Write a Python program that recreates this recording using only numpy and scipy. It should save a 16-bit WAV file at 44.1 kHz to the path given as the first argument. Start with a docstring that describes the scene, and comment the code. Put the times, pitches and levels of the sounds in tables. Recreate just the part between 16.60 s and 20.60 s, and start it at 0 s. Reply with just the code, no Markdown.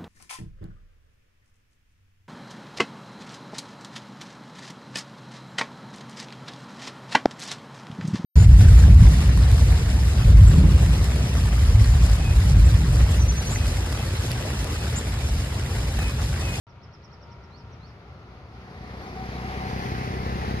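"""A slow-running engine approaches on a rough country road, drawing left of two low microphones. Its exhaust
thuds about 32 times a second, once per firing, with mechanical clatter, a passing whine and the roar of tyres
on top. Before it swells, a small bird off to the right whistles a run of short chirps and two rising calls.
Behind lie distant rumble, the open air and far traffic."""
import sys
import numpy as np
from scipy import signal
from scipy.fft import rfft, irfft
from scipy.io import wavfile
from scipy.ndimage import uniform_filter1d, map_coordinates

SR = 44100
rng = np.random.default_rng(int(sys.argv[2]) if len(sys.argv) > 2 else 0)


def wav_record(signal):
    """Record a signal, one row per channel, as 16-bit PCM in the file named by sys.argv[1]."""
    frames = np.transpose(np.atleast_2d(signal))
    bounded = np.clip(frames, -1, 1)
    # unit amplitude maps onto the largest positive 16-bit level
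    quanta = np.round(bounded * 32767).astype(np.int16)
    wavfile.write(sys.argv[1], SR, quanta)


N = 176400

# engine speed (time [s], firing rate [Hz])
FIRING_RATE = [(0, 30.6), (2.2, 30.8), (2.6, 31.55), (3.1, 31.8), (3.6, 32.0), (4, 32.7)]
# the engine drawing near (time [s], exhaust level [dB], clatter level [dB])
APPROACH_LEVELS = [(0, -64.5, -63.5), (1.0, -55, -58.5), (1.85, -54.5, -57), (2.15, -45.5, -49.5),
                   (2.45, -41, -44), (2.85, -36, -39.5), (3.25, -31, -35.5), (3.55, -32.5, -37.5),
                   (4, -30.5, -37)]
# the vehicle's bearing (time [s], lead of the left microphone [ms])
LEFT_LEAD = [(0, .1), (2, .19), (2.9, .28), (3.2, .38), (4, .45)]
# one thud through the silencer (frequency [Hz], relative level [dB])
THUD_SPECTRUM = [(20, -20), (42, -28), (63, 2), (95, -2.5), (128, 0.5), (160, -8), (192, -2), (255, -8),
                 (300, -18), (390, -13.5), (600, -32), (1200, -40), (4000, -64)]
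# diffuse exhaust rumble (frequency [Hz], relative level [dB])
RUMBLE_SPECTRUM = [(20, -22), (42, -15.5), (65, -3), (92, -2.5), (130, -9), (200, -8.5), (300, -20.5),
                   (420, -12), (600, -35), (2000, -59)]
# mechanical clatter (frequency [Hz], relative level [dB])
CLATTER_SPECTRUM = [(60, -16), (200, -7), (420, 4.5), (600, -3), (800, 4), (1100, -1), (1550, -2),
                    (2000, 0.5), (2450, -4), (3000, -10.5), (4000, -11.5), (4900, -12), (6400, -19),
                    (7900, -35), (9200, -29), (12000, -26.5), (13500, -36), (15500, -44)]
# direct sound from the road, shared by both microphones (frequency [Hz], coherence [0-1])
ROAD_COHERENCE = [(100, 0.73), (400, 1), (1400, 0.72), (3000, 0.21), (7000, 0.27), (15000, 0.1)]
# tyre roar (frequency [Hz], relative level [dB])
TYRE_SPECTRUM = [(120, -20), (240, -8), (380, 4), (500, -0.5), (620, -2), (900, -6), (1200, -3),
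                 (2500, -35.5), (4500, -19), (6000, -48.5)]
# the tyres drawing near (time [s], level [dB])
TYRE_SWELL = [(0, -66), (2.1, -52.5), (2.35, -45.5), (2.55, -47.5), (3.3, -45), (3.7, -39.5), (4, -44)]
# the vehicle's whine (frequency [Hz], width [Hz], relative level [dB])
WHINE_MODES = [(731, 17, -2), (757, 16.5, 5), (742, 140, 0.5), (868, 59, -10)]
# the whine passing (time [s], level [dB])
WHINE_SWELL = [(0, -87), (1.9, -61), (2.3, -49.5), (2.6, -46.5), (2.9, -40.5), (3.2, -38), (3.5, -45),
               (4, -48)]
# short chirps (time of top pitch [s], top pitch [Hz], relative level [dB])
CHIRP_NOTES = [(.095, 5780, -62.5), (.236, 5700, -56.5), (.339, 5640, -54.5), (.444, 5800, -53.5),
               (.532, 5660, -54), (.627, 5700, -55), (.720, 5700, -56.5), (.838, 5760, -61),
               (1.128, 6000, -58.5)]
# one chirp (time from top [s], pitch [ratio], relative level [dB], rasp [share of pitch])
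CHIRP_SHAPE = [(-.028, .7, -22, .03), (-.016, .78, -11, .045), (-.007, .94, -12, .035), (0, 1, -3, .015),
               (.007, .945, 0, .012), (.015, .86, -7, .015), (.022, .8, -28, .02)]
# rising calls (time of top pitch [s], top pitch [Hz], relative level [dB])
CALL_NOTES = [(.985, 5700, -54), (1.278, 5670, -55.5)]
# one rising call (time from top [s], pitch [ratio], relative level [dB], rasp [share of pitch])
CALL_SHAPE = [(-.08, .67, -19, 0.014), (-.06, .71, -7.5, 0.015), (-.028, .78, -1, 0.011),
              (-.014, .87, -8, 0.018), (0, 1, -7, .02), (.017, .9, -7.5, 0.022), (.04, 0.75, -17, .03)]
# distant rumble and the open air (frequency [Hz], relative level [dB])
AIR_SPECTRUM = [(20, -18), (42, -22), (64, 3), (90, 2.5), (125, 0), (170, -7), (280, -17), (400, -17),
                (550, -17), (980, -21), (1380, -17), (1600, -28.5), (2200, -27.5), (3200, -31.5),
                (5500, -40), (6600, -46), (7400, -81), (11000, -82), (15000, -71)]
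# likeness of diffuse sound at the two microphones (frequency [Hz], coherence [0-1])
AIR_COHERENCE = [(60, .99), (130, 0.99), (290, 0.9), (640, 0.78), (1400, 0.37), (3100, 0.086), (15000, 0)]
# tones of far traffic (frequency [Hz], width [Hz], relative level [dB])
TRAFFIC_MODES = [(941, 32, 5), (1375, 48, -2.5)]
# far traffic coming and going (time [s], level [dB])
TRAFFIC_SWELL = [(0, -61), (.4, -69.5), (.7, -57.5), (1.0, -59.5), (1.3, -75.5), (4, -66)]
# microphone balance (frequency [Hz], left minus right [dB])
MIC_BALANCE = [(60, 1), (400, 1.5), (800, 2), (2400, 1.5), (3400, 1.5), (5000, -7), (6500, 1.5), (8200, 7),
               (15000, 0.5)]


def vehicle(firing_at_s=3.162):
    """Engine and tyres come up the road; as they draw left, the right microphone lags ever more."""
    firings = np.cumsum(curve(FIRING_RATE)[0]) / SR
    firings -= firings[round(firing_at_s * SR)]  # one firing falls at this time
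    exhaust_db, clatter_db = curve(APPROACH_LEVELS)
    engine = exhaust(firings, exhaust_db) + clatter(firings, clatter_db)
    left, right = engine + tyres() + whine(WHINE_MODES, WHINE_SWELL)
    lag = curve(LEFT_LEAD)[0] * SR / 1000
    return np.array([left, map_coordinates(right, [np.arange(N) - lag], order=5)])


def exhaust(firings, level_db, spread_db=1.4, jitter_s=0.00026, rumble_db=-4, rumble_follow=0.84):
    """One thud per firing through the silencer, and a diffuse rumble that grows more slowly."""
    onsets = np.flatnonzero(np.diff(np.floor(firings)))
    strength, lateness = rng.standard_normal((len(onsets), 2)).T
    onsets += (lateness * jitter_s * SR).astype(int)
    pulses = np.zeros(N)
    pulses[np.clip(onsets, 0, N - 1)] = -amp(spread_db * strength)
    # minimum phase: the thud starts sharply, then rings out
    cepstrum = irfft(np.log(amp(spectrum(THUD_SPECTRUM, size=8192))))
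    log_response = rfft(2 * cepstrum[:4096], 8192) - cepstrum[0]
    thud = irfft(np.exp(log_response))[:4096]
    direct = uneven_burn(signal.fftconvolve(pulses, thud)[:N]) * amp(level_db)
    diffuse_db = level_db.max() + rumble_follow * (level_db - level_db.max()) + rumble_db
    return direct + noise_pair(RUMBLE_SPECTRUM, AIR_COHERENCE) * amp(diffuse_db)


def uneven_burn(thuds, split_hz=124, change_db=0.9):
    """Each firing burns a little differently, so its upper part swells or shrinks."""
    low = signal.sosfiltfilt(signal.butter(2, split_hz, fs=SR, output="sos"), thuds)
    return unit(low + (thuds - low) * amp(change_db * drift(18)))


def clatter(firings, level_db, puff_depth=0.23, puff_cycles=0.21, flutter_db=0.67, treble_hz=7000):
    """Mechanical noise that puffs with each firing; its treble fades with distance."""
    puffs = unit(1 + puff_depth * np.exp(-(firings % 1) / puff_cycles))
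    noise = flicker(noise_pair(CLATTER_SPECTRUM, ROAD_COHERENCE)) * puffs
    body = signal.sosfiltfilt(signal.butter(4, treble_hz, fs=SR, output="sos"), noise)
    distance_loss_db = 0.24 * (level_db - level_db.max())
    treble = (noise - body) * amp(distance_loss_db)
    return (body + treble) * amp(level_db + flutter_db * drift(13))


def flicker(noise, depth_db=1.29, size=512):
    """Noise flickers in small patches of time and frequency."""
    frames = signal.stft(noise, nperseg=size)[2]
    patches = uniform_filter1d(rng.standard_normal(frames.shape[1:]), size=3, axis=0)
    patches = uniform_filter1d(patches, size=16, axis=1)
    return signal.istft(frames * amp(depth_db * unit(patches)), nperseg=size)[1][:, :N]


def tyres(bump_db=0.5):
    """Tyres roar unevenly on the coarse road."""
    return noise_pair(TYRE_SPECTRUM, ROAD_COHERENCE) * amp(curve(TYRE_SWELL)[0] - bump_db * drift(3.9))


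def whine(modes, swell):
    """Wavering tones of a vehicle, near or far, each a narrow band of noise."""
    tones, t = np.zeros(N), np.arange(N) / SR
    for hz, width, db in modes:
        waver = drift(width / 2) + 1j * drift(width / 2)
        tones += amp(db) * (waver * np.exp(2j * np.pi * hz * t)).real
    return unit(tones) * amp(curve(swell)[0])


def bird(left_db=-6.5, right_db=2, echo_db=-5):
    """Off to the right, a whistle bent into raspy chirps and purer rising calls."""
    song, t = np.zeros(N), np.arange(N) / SR
    for notes, shape in ((CHIRP_NOTES, CHIRP_SHAPE), (CALL_NOTES, CALL_SHAPE)):
        s, ratio, shape_db, rasp = np.transpose(shape)
        for top_s, top_hz, db in notes:
            on = (t > top_s + s[0]) & (t < top_s + s[-1])
            from_top = t[on] - top_s
            wobble = 1 + np.interp(from_top, s, rasp) * drift(700, size=len(from_top))
            hz = top_hz * np.interp(from_top, s, ratio) * wobble
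            envelope = amp(db + np.interp(from_top, s, shape_db))
            song[on] += envelope * np.sin(2 * np.pi * np.cumsum(hz) / SR)
    return (song + amp(echo_db) * reflections(song)) * amp([[left_db], [right_db]])


def reflections(sound, t60_s=0.32, density=0.05):
    """Sparse outdoor reflections, different at each microphone."""
    t = np.arange(SR // 2) / SR
    taps = rng.standard_normal((2, len(t))) * (rng.random((2, len(t))) < density)
    taps *= amp(-60 * t / t60_s)
    taps /= np.linalg.norm(taps, axis=1)[:, None]
    return signal.fftconvolve(sound[None], taps, axes=1)[:, :N]


def background(air_db=-46.5, swell_db=1.02):
    """Distant rumble, the open air and the faint singing of far traffic."""
    air = noise_pair(AIR_SPECTRUM, AIR_COHERENCE) * amp(air_db + swell_db * drift(5.6))
    return air + whine(TRAFFIC_MODES, TRAFFIC_SWELL)


def noise_pair(colour, coherence):
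    """Coloured noise, partly shared by the two microphones."""
    left, separate = rfft(rng.standard_normal((2, N)))
    shared = np.clip(spectrum(coherence), -1, 1)
    right = shared * left + np.sqrt(1 - shared ** 2) * separate
    return unit(irfft(np.array([left, right]) * amp(spectrum(colour)), N))


def drift(hz, size=N):
    """Random wander of rms about 1, up to the given rate."""
    rolloff = 1 + (np.fft.rfftfreq(N, 1 / SR) / hz) ** 4
    return unit(irfft(rfft(rng.standard_normal(N)) / rolloff, N))[:size]


def curve(table):
    """Each column of a time table, sample by sample."""
    s, *columns = np.transpose(table)
    return [np.interp(np.arange(N) / SR, s, c) for c in columns]


def spectrum(table, size=N):
    """A frequency table read at every FFT bin."""
    hz, value = np.transpose(table)
    return np.interp(np.log(np.fft.rfftfreq(size, 1 / SR) + 1), np.log(hz), value)


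def amp(db):
    """Decibels to gain."""
    return 10 ** (np.asarray(db) / 20)


def unit(x):
    """Scales to rms 1."""
    return x / np.sqrt(np.mean(x ** 2) + 1e-20)


def scene():
    """Vehicle, bird and open air, heard from near the ground."""
    return vehicle() + bird() + background()


def record(dry, start_s=0.068, edge_hz=15720):
    """The microphone pair: left-right balance, a silent lead-in and the band limit."""
    tilt_db = spectrum(MIC_BALANCE) / 2
    heard = irfft(rfft(dry) * amp([tilt_db, -tilt_db]), N)
    heard *= np.arange(N) / SR > start_s
    lowpass = signal.firwin(511, edge_hz, window=("kaiser", 9), fs=SR)
    return signal.oaconvolve(heard, lowpass[None], "same")


dry = scene()
out = record(dry)
wav_record(out)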